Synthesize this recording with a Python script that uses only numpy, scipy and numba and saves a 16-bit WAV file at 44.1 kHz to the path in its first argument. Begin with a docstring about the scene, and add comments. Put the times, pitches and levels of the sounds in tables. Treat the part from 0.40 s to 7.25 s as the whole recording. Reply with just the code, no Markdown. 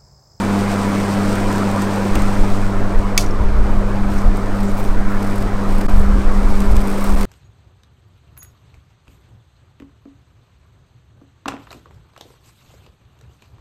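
"""A battery lawn mower is pushed away across a garden lawn, followed on foot by a hand-held camera.
Its two-armed blade hums as sine lines and blurred overtones; air under the deck is coloured noise that
puffs with each arm; shredded grass is hiss and fine crackle; bits tick against the housing as noise bursts.
Grass rustles underfoot as clumped grains, something hard clacks close by in short modes and noise;
slow and fast swirls of noise are wind that buffets the microphone and briefly chokes it."""
import sys
import numpy as np
from scipy import signal
from scipy.fft import rfft, irfft, next_fast_len
from scipy.io import wavfile
from scipy.ndimage import uniform_filter1d, map_coordinates
from numba import njit

SR = 44100
rng = np.random.default_rng(int(sys.argv[2]) if len(sys.argv) > 2 else 0)


def waveform_to_disk(signal):
    """Save audio, clipped to [-1, 1], as 16-bit WAV at the path in sys.argv[1]."""
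    frames = np.transpose(np.atleast_2d(signal))
    scaled = np.clip(frames, -1, 1) * 32767
    samples = np.round(scaled).astype(np.int16)
    wavfile.write(sys.argv[1], SR, samples)


N = 302251
TIME = np.arange(N) / SR
# reference level of the rush of air with the mower far off (dB)
FAR_DB = -28
# colour of the crack of a hard blow: hz, density_db (dB per Hz)
CRACK_COLOUR = [(1200, -33), (2200, 0.5), (3200, 0), (4000, -10), (4800, 3.5), (6700, 3.5), (7500, -6.5),
                (13500, -8), (15800, -23)]


def undb(db):
    """Decibels to gain."""
    return 10 ** (np.asarray(db) / 20)


def unit(x):
    """Scale to rms 1."""
    return x / np.sqrt(np.mean(x ** 2))


def curves(table):
    """Each column of a timed table, one value a sample."""
    s, *columns = np.transpose(table)
    return [np.interp(TIME, s, column) for column in columns]


def colour(x, spectrum):
    """Filter by (Hz, dB) points, joined along log frequency; the result has rms 1."""
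    hz, db = np.transpose(spectrum)
    bins_hz = np.maximum(np.arange(len(x) // 2 + 1) * SR / len(x), 1)
    gain = undb(np.interp(np.log(bins_hz), np.log(hz), db))
    return unit(irfft(rfft(x) * gain, len(x)))


def noise(spectrum):
    """Coloured noise of rms 1."""
    return colour(rng.standard_normal(next_fast_len(N, True)), spectrum)[:N]


def walk(rate):
    """A smooth random wander of rms 1 through `rate` random points a second."""
    points = rng.standard_normal(1024)
    return unit(map_coordinates(points, [TIME * rate], order=2, mode="wrap"))


def fade(t, t60):
    """Exponential decay, 60 dB down after t60 seconds."""
    return np.exp(-np.log(1000) * t / t60)


def add(track, s, sound):
    """Mix a sound into the track at time s."""
    start = int(s * SR)
    track[start:start + len(sound)] += sound[:N - start]


def bell(s, length):
    """A smooth rise and fall around time s, `length` seconds wide at half height."""
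    return .5 ** np.minimum((2 * (TIME - s) / length) ** 2, 60)


def swells(events):
    """Overlapping (s, length, dB) swells add in power; gives their joint power."""
    return sum(undb(db) ** 2 * bell(s, length) for s, length, db in events)


def grains(rate, spread_db, spectrum):
    """Tiny snaps at random times, `rate` a second, most small and a few large; rms 1."""
    sizes = undb(spread_db * np.minimum(rng.exponential(size=N), 5))
    signed = sizes * rng.choice([-1, 1], N)
    return colour(signed * (rng.random(N) < rate / SR), spectrum)


def bursts(events, spectrum, t60, tail_db=-18, tail_t60=0.078):
    """Each blow is a sharp burst of coloured noise with a faint, longer tail."""
    out, t = np.zeros(N), TIME[:SR // 8]
    decay = fade(t, t60) + undb(tail_db) * fade(t, tail_t60)
    for s, peak_db in events:
        burst = colour(rng.standard_normal(len(t)), spectrum) * decay
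        add(out, s, undb(peak_db) * burst / np.abs(burst).max())
    return out


def blade_tones(phase, hum_db, air_db, waver=0.11, flutter_db=1.0, hum_flutter_db=1.1):
    """Two low lines, once and twice the blade-pass rate, hum; turbulence blurs the overtones above."""
    # the blade-pass fundamental, as loud as it arrives, before its flutter: time_s, level_db (rms)
    drone = [(0, -26), (.6, -25.5), (1.7, -24.5), (2.3, -25.5), (3, -29), (3.5, -26.5), (5.3, -29),
             (5.8, -34), (6.4, -35)]
    # higher lines: multiple (rounded to a whole one), far_level_db, gain in dB per dB of air swell
    overtones = [(2.95, -37, 1.5), (3.94, -37, 0), (5, -42.5, 1.5), (6, -45, 0.6), (7, -45.5, 1.6),
                 (8, -48, 1), (10, -50.5, 1.6), (30, -62, 1.5)]
    drone_db, = curves(drone)
    out = undb(drone_db + flutter_db * walk(4.57)) * np.sin(phase)
    out = out + undb(hum_db + hum_flutter_db * walk(14)) * np.sin(2 * phase)
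    for multiple, far_db, swell in overtones:
        blur = min(waver * multiple, 1)
        turbulence = 1 + blur * (walk(16) + 1j * walk(16))
        line = turbulence * np.exp(1j * (round(multiple) * phase + rng.uniform(0, 2 * np.pi)))
        level = undb(far_db + swell * (air_db - FAR_DB))
        out = out + level * line.imag / np.sqrt(1 + 2 * blur ** 2)
    return np.sqrt(2) * out  # sine levels count as rms


def churn(x, width_hz=150):
    """Turbulence makes each narrow band of the midrange swell and sink on its own."""
    size = next_fast_len(N, True)
    spectrum, out = rfft(x, size), x
    hz = np.arange(size // 2 + 1) * SR / size
    for centre_hz in np.arange(400, 2700, width_hz):
        window = np.maximum(1 - np.abs(hz - centre_hz) / width_hz, 0)
        band = irfft(spectrum * window, size)[:N]
        out = out + band * (undb(2.2 * walk(26)) - 1)
    return out


def deck_air(phase, air_db, depth=0.11, sharpness=2.2, gain_db=1.5, flutter_db=0.42,
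             howl_hz=975, howl_db=-23.0, howl_swell=2.0):
    """Churned air hisses and puffs as each blade arm passes the chute; nearer by, the deck howls too."""
    # air under the deck: hz, density_db (dB per Hz)
    air_colour = [(100, -4), (180, 3), (250, 5), (290, 3), (620, 0.13), (850, -2), (970, -1.3),
                  (1300, -2.5), (1800, -10), (2350, -14), (2850, -22.5), (6000, -28.5), (15000, -44.5)]
    howl = noise([(howl_hz / 2, -140), (howl_hz, 0), (howl_hz * 2, -140)])
    howl_gain = undb(howl_db + howl_swell * (air_db - FAR_DB))
    rush = churn(noise(air_colour) + howl * howl_gain)
    body = uniform_filter1d(rush, size=9)  # the puffs lack the treble
    puff = np.exp(sharpness * np.cos(phase))
    puffing = rush + body * depth * unit(puff - puff.mean())
    return puffing * undb(air_db + gain_db + flutter_db * walk(70))


def over_lawn(x, distance_m, deck_m=.2, microphone_m=1.37, ground_db=-21.5):
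    """Sound arrives directly and off the ground; the lag shrinks with distance, so the colour shifts."""
    lag_s = 2 * deck_m * microphone_m / distance_m / 343  # speed of sound in m/s
    return x + undb(ground_db) * np.interp(TIME - lag_s, TIME, x)


def grass(phase, grass_db, sweep=0.09, hiss_db=0, crackle_db=-4, patchy_db=1.2):
    """Each sweep of the blade snips many stalks: a hiss with a fine crackle of larger snips."""
    # shredded grass: hz, density_db (dB per Hz)
    grass_colour = [(1500, -6), (2350, 8), (2800, 6.5), (5300, 5), (6900, 2), (8700, 5.5), (10000, -6.5),
                    (11200, -9.5), (13200, -4), (15800, -19)]
    cutting = unit(np.exp(sweep * np.cos(phase) + 0.052 * np.cos(2 * phase)))
    snips = grains(rate=1400, spread_db=4.0, spectrum=grass_colour)
    shredding = undb(hiss_db) * noise(grass_colour) + undb(crackle_db) * snips
    return shredding * cutting * undb(grass_db + patchy_db * walk(25))


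def mower(air_1m_db=-12, hum_1m_db=-8.5):
    """Hum, air and grass turn with the blade and weaken with distance; the fundamental has set levels."""
    # the blade's speed drifts by less than one percent: time_s, blade_pass_hz
    speed = [(0, 100), (1.7, 99.55), (2.5, 99.35), (3.15, 100.15), (4.3, 99.8), (5.3, 99.9), (5.6, 99.55),
             (6.4, 99.9)]
    # the mower draws away, then the camera keeps pace: time_s, distance_m
    path = [(0, 3.8), (1.25, 4.06), (1.8, 4.44), (2.25, 5.85), (3.05, 6.9), (3.55, 6.44), (4.4, 7.2),
            (5.3, 6.04), (5.9, 6.35), (6.85, 6.7)]
    # how much grass the blade meets: time_s, hiss_level_db (at 1 m, before its patchiness)
    cutting = [(0, -27), (2.14, -28), (2.35, -32.5), (3.05, -37), (4, -32.5), (5.17, -33), (5.6, -32.5),
               (6.85, -26.5)]
    # the hum swells or sinks for a moment: centre_s, length_s, change_db
    hum_swells = [(.40, 0.15, -3), (1.743, 0.16, 1.5), (2.948, 0.56, -3.5), (3.39, 0.15, 2.5),
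                  (3.666, 0.12, 4.5), (4.124, .1, -2), (4.265, 0.12, 6.5), (5.25, .16, 0),
                  (5.682, 0.15, 3.5), (5.974, 0.058, 5), (6.216, 0.068, 5), (6.68, 0.49, 2.5)]
    blade_hz, = curves(speed)
    distance_m, = curves(path)
    cutting_db, = curves(cutting)
    phase = 2 * np.pi * np.cumsum(blade_hz) / SR
    loss_db = 20 * np.log10(distance_m)
    air_db = air_1m_db - loss_db
    hum_db = hum_1m_db - loss_db + sum(db * bell(s, length) for s, length, db in hum_swells)
    air = over_lawn(deck_air(phase, air_db), distance_m)
    return blade_tones(phase, hum_db, air_db) + air + grass(phase, cutting_db - loss_db)


def wind(buffet_db=-2.5, eddies_db=0.0, eddy_floor_db=-44):
    """Swirls push on the microphone; each gust has its own share of slow buffeting and faster eddies."""
    # slow buffeting: hz, density_db (dB per Hz)
    buffet_colour = [(6, 3.5), (14, 10), (36, 0), (50, -21), (75, -22), (200, -74)]
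    # its faster eddies: hz, density_db (dB per Hz)
    eddy_colour = [(24, -9), (36, 4), (50, 7.5), (72, -2), (105, -14.5), (400, -92)]
    # gusts, before the two gains: centre_s, length_s, buffet_level_db, eddy_level_db
    gusts = [(0.995, 0.16, -14.5, -37), (1.79, 0.1, -7, -21), (2.017, 0.041, -2.5, -26),
             (2.16, 0.11, -6.5, -31), (2.413, 0.067, -8, -25), (2.59, 0.041, -2, -20),
             (2.856, 0.088, -11, -22), (3.028, 0.06, -0.5, -12.5), (3.196, 0.096, -5.5, -11),
             (3.356, 0.065, -5, -20), (3.703, 0.15, -12, -20), (3.878, 0.039, 0.5, -21),
             (4.573, 0.25, -6.5, -31), (5.355, 0.062, -3.5, -29), (5.578, 0.1, 3.5, -11),
             (5.735, 0.093, -27, -10), (5.92, 0.1, -1.5, -20), (6.118, 0.14, -3.5, -15.5),
             (6.328, 0.089, -1.5, -8.5), (6.744, 0.095, -4.5, -19.5)]
    # the breeze rises once and then stays
    breeze_s, rise_s, calm_db, breeze_db = 1.745, .04, -24.5, -13
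    steady_db = np.interp(TIME, [breeze_s, breeze_s + rise_s], [calm_db, breeze_db])
    slow = undb(steady_db) ** 2 + swells((s, length, db) for s, length, db, _ in gusts)
    fast = undb(eddy_floor_db) ** 2 + swells((s, length, db) for s, length, _, db in gusts)
    out, puffs = 0, unit(undb(3 * walk(22)))
    layers = ((buffet_colour, slow, buffet_db, SR // 8), (eddy_colour, fast, eddies_db, SR // 16))
    for spectrum, power, gain_db, span in layers:
        swirl = noise(spectrum) * puffs
        # even out the local power, so that the gusts set it
        local_power = uniform_filter1d(swirl ** 2, size=span)
        out = out + swirl * np.sqrt(power / local_power) * undb(gain_db)
    # the diaphragm stiffens under the hardest pushes
    return .9 * np.tanh(out / .9)


def ticks():
    """Bits of stalk and twig snap against the housing: short bright bursts of noise."""
    # the ticks: start_s, peak_db
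    tick_times = [(.955, -20), (1.001, -26), (1.127, -21), (1.182, -22), (1.314, -25), (1.419, -21),
                  (1.558, -25), (1.754, -16), (1.820, -21.5), (4.232, -31), (6.204, -18), (6.366, -18.5)]
    # their colour: hz, density_db (dB per Hz)
    tick_colour = [(800, -35), (2500, 7.5), (5000, -0.5), (8300, 6), (10500, -5.5), (13500, 1),
                   (15800, -15)]
    return bursts(tick_times, tick_colour, t60=0.016)


def knocks():
    """A dull knock: a burst of low noise that dies more slowly than a tick."""
    # the knocks: start_s, peak_db
    knock_times = [(1.757, -5.5)]
    # their colour: hz, density_db (dB per Hz)
    knock_colour = [(60, -14), (240, 9), (650, -7), (2400, -13), (8000, -53)]
    return bursts(knock_times, knock_colour, t60=0.056)


def clack(start_s=2.7776, gain_db=2, crack_db=-3.0, crack_t60=.018, ring_db=-5, wash_db=-22.5,
          wash_t60=0.19, late_wash_s=0.03, late_wash_db=-27, late_wash_t60=0.11):
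    """Something hard cracks and rings in short modes; a wash of scattered sound follows in two waves."""
    # what it rings with: hz, relative_level_db, t60_s
    modes = [(1890, -4, .025), (2260, 4, 0.036), (2590, -3, 0.042), (3515, -8.5, 0.08), (4560, -3, 0.038),
             (5600, -12, 0.1), (5900, 0, 0.026), (6400, -3, 0.052)]
    # colour of the wash: hz, density_db (dB per Hz)
    wash_colour = [(1500, -18), (3500, -7), (5700, -1), (7400, -7), (13500, -17), (15800, -24)]
    out, t = np.zeros(N), TIME[:SR // 3]
    ring = 0
    for hz, db, t60 in modes:
        ring = ring + undb(db) * np.sin(2 * np.pi * hz * t + rng.uniform(0, 2 * np.pi)) * fade(t, t60)
    crack = undb(crack_db) * fade(t, crack_t60) * colour(rng.standard_normal(len(t)), CRACK_COLOUR)
    # scattered sound builds up as farther surfaces answer
    scatter = undb(wash_db) * (1 - fade(t, 0.051)) * fade(t, wash_t60)
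    # a second, fainter wash of noise sets in 30 ms after the crack
    late_wash = undb(late_wash_db) * (t > late_wash_s) * fade(np.abs(t - late_wash_s), late_wash_t60)
    # 7000 reflections a second
    reflections = rng.standard_normal(len(t)) * (rng.random(len(t)) < 7000 / SR)
    wash = np.hypot(scatter, late_wash) * colour(reflections, wash_colour)
    add(out, start_s, undb(gain_db) * (undb(ring_db) * ring / np.abs(ring).max() + crack + wash))
    return out


def bounces(crack_db=-7):
    """Each small bounce after the clack is a faint crack with a brief, thin ring in one mode."""
    # the bounces: start_s, ring_hz, ring_level_db, t60_s
    bounce_times = [(2.8635, 5750, -26.5, .014), (2.9090, 5360, -33, .035)]
    out, t = np.zeros(N), TIME[:SR // 8]
    for s, hz, db, t60 in bounce_times:
        crack = undb(crack_db) * colour(rng.standard_normal(len(t)), CRACK_COLOUR)
        add(out, s, undb(db) * (np.sin(2 * np.pi * hz * t) + crack) * fade(t, t60))
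    return out


def footsteps(gain_db=4.5, clump_db=3.0):
    """Blades of grass crackle in clumps under each step of the person following."""
    # swishes of the feet, before the gain: centre_s, length_s, level_db
    steps = [(3.76, 0.099, -50), (4.3, 0.23, -51), (4.46, 0.066, -48), (4.86, 0.074, -47),
             (4.99, 0.099, -49), (5.335, 0.07, -47.5), (5.5, 0.28, -49), (6.2, 0.23, -47.5),
             (6.49, 0.23, -48), (6.65, 0.16, -44), (6.81, 0.074, -43)]
    # grass crackling underfoot: hz, density_db (dB per Hz)
    rustle_colour = [(1200, 3), (2300, 15.5), (3200, 6), (5300, 8.5), (6700, 2), (8900, 9), (10700, -2),
                     (11900, 4), (13600, 3), (15800, -8)]
    crackle = grains(rate=2600, spread_db=3.6, spectrum=rustle_colour)
    return crackle * np.sqrt(swells(steps)) * undb(gain_db + clump_db * walk(160))


def scuffs(spread_s=0.035, width_hz=140):
    """Scuffs, and at 4.40 s a low-mid swell of noise: brief, stuttering noise around one resonance."""
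    # the scuffs and the swell: centre_s, resonance_hz, level_db (at the height of each)
    scuff_times = [(3.79, 6000, -46), (4.27, 7200, -47), (4.40, 790, -30), (4.745, 1560, -33),
                   (6.675, 1120, -27.5)]
    out, stutter = 0, unit(undb(4 * walk(90)))
    for s, hz, db in scuff_times:
        band = noise([(hz / 2, -18), (hz - width_hz, 0), (hz + width_hz, 0), (hz * 2, -30)])
        swell = np.exp(-.5 * ((TIME - s) / spread_s) ** 2)
        out = out + band * stutter * undb(db) * swell
    return out


def snaps():
    """Dry stems crack underfoot: very short bursts of treble noise."""
    # the snaps: start_s, peak_db
    snap_times = [(3.970, -29), (4.440, -31), (4.959, -28), (4.982, -27), (5.596, -27), (5.616, -31),
                  (6.104, -32), (6.474, -24), (6.501, -30), (6.528, -28), (6.608, -26), (6.641, -19.5),
                  (6.705, -30), (6.751, -31), (6.801, -27)]
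    # colour of a cracking stem: hz, density_db (dB per Hz)
    snap_colour = [(4000, -22), (8700, 9.5), (10500, -4), (13200, 1), (15800, -7)]
    return bursts(snap_times, snap_colour, t60=0.012)


def microphone_passing():
    """A choked microphone lets through almost nothing but the slow swell of the wind."""
    # moments when a gust chokes it: start_s, length_s
    chokes = [(5.4665, .0165), (6.339, .004), (6.7535, .006)]
    choked = sum(1. * ((TIME > s) & (TIME < s + length)) for s, length in chokes)
    softened = uniform_filter1d(uniform_filter1d(choked, size=32), size=32)
    return 1 - .98 * softened


@njit
def follow_peaks(x, attack, release):
    """An envelope that leaps up with each peak and sinks back slowly."""
    out, e = np.empty(len(x)), 0.
    for i in range(len(x)):
        size = abs(x[i])
        e += (size - e) * attack if size > e else -e * release
        out[i] = e
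    return out


def scene(squeeze=.25):
    """Mower, steps, small blows and wind as they reach the microphone."""
    blows = ticks() + knocks() + clack() + bounces() + snaps()
    sounds = mower() + footsteps() + scuffs() + blows
    # each hard push of wind squeezes the other sounds, by the share `squeeze` at a push of 1
    push = wind()
    return (sounds * microphone_passing() * (1 - squeeze * push ** 2) + push)[None]


def record(dry, release_s=0.02, top_hz=15800):
    """The camera's limiter ducks briefly after an overload; what slips past is clipped; the top is cut."""
    peaks = follow_peaks(dry[0], 1 / 5, 1 / (release_s * SR))  # rises over some 5 samples
    limited = np.clip(dry / np.maximum(peaks, 1), -1, 1)
    top_cut = signal.ellip(10, .1, 80, top_hz, fs=SR, output="sos")
    return signal.sosfilt(top_cut, limited)


dry = scene()
out = record(dry)
waveform_to_disk(out)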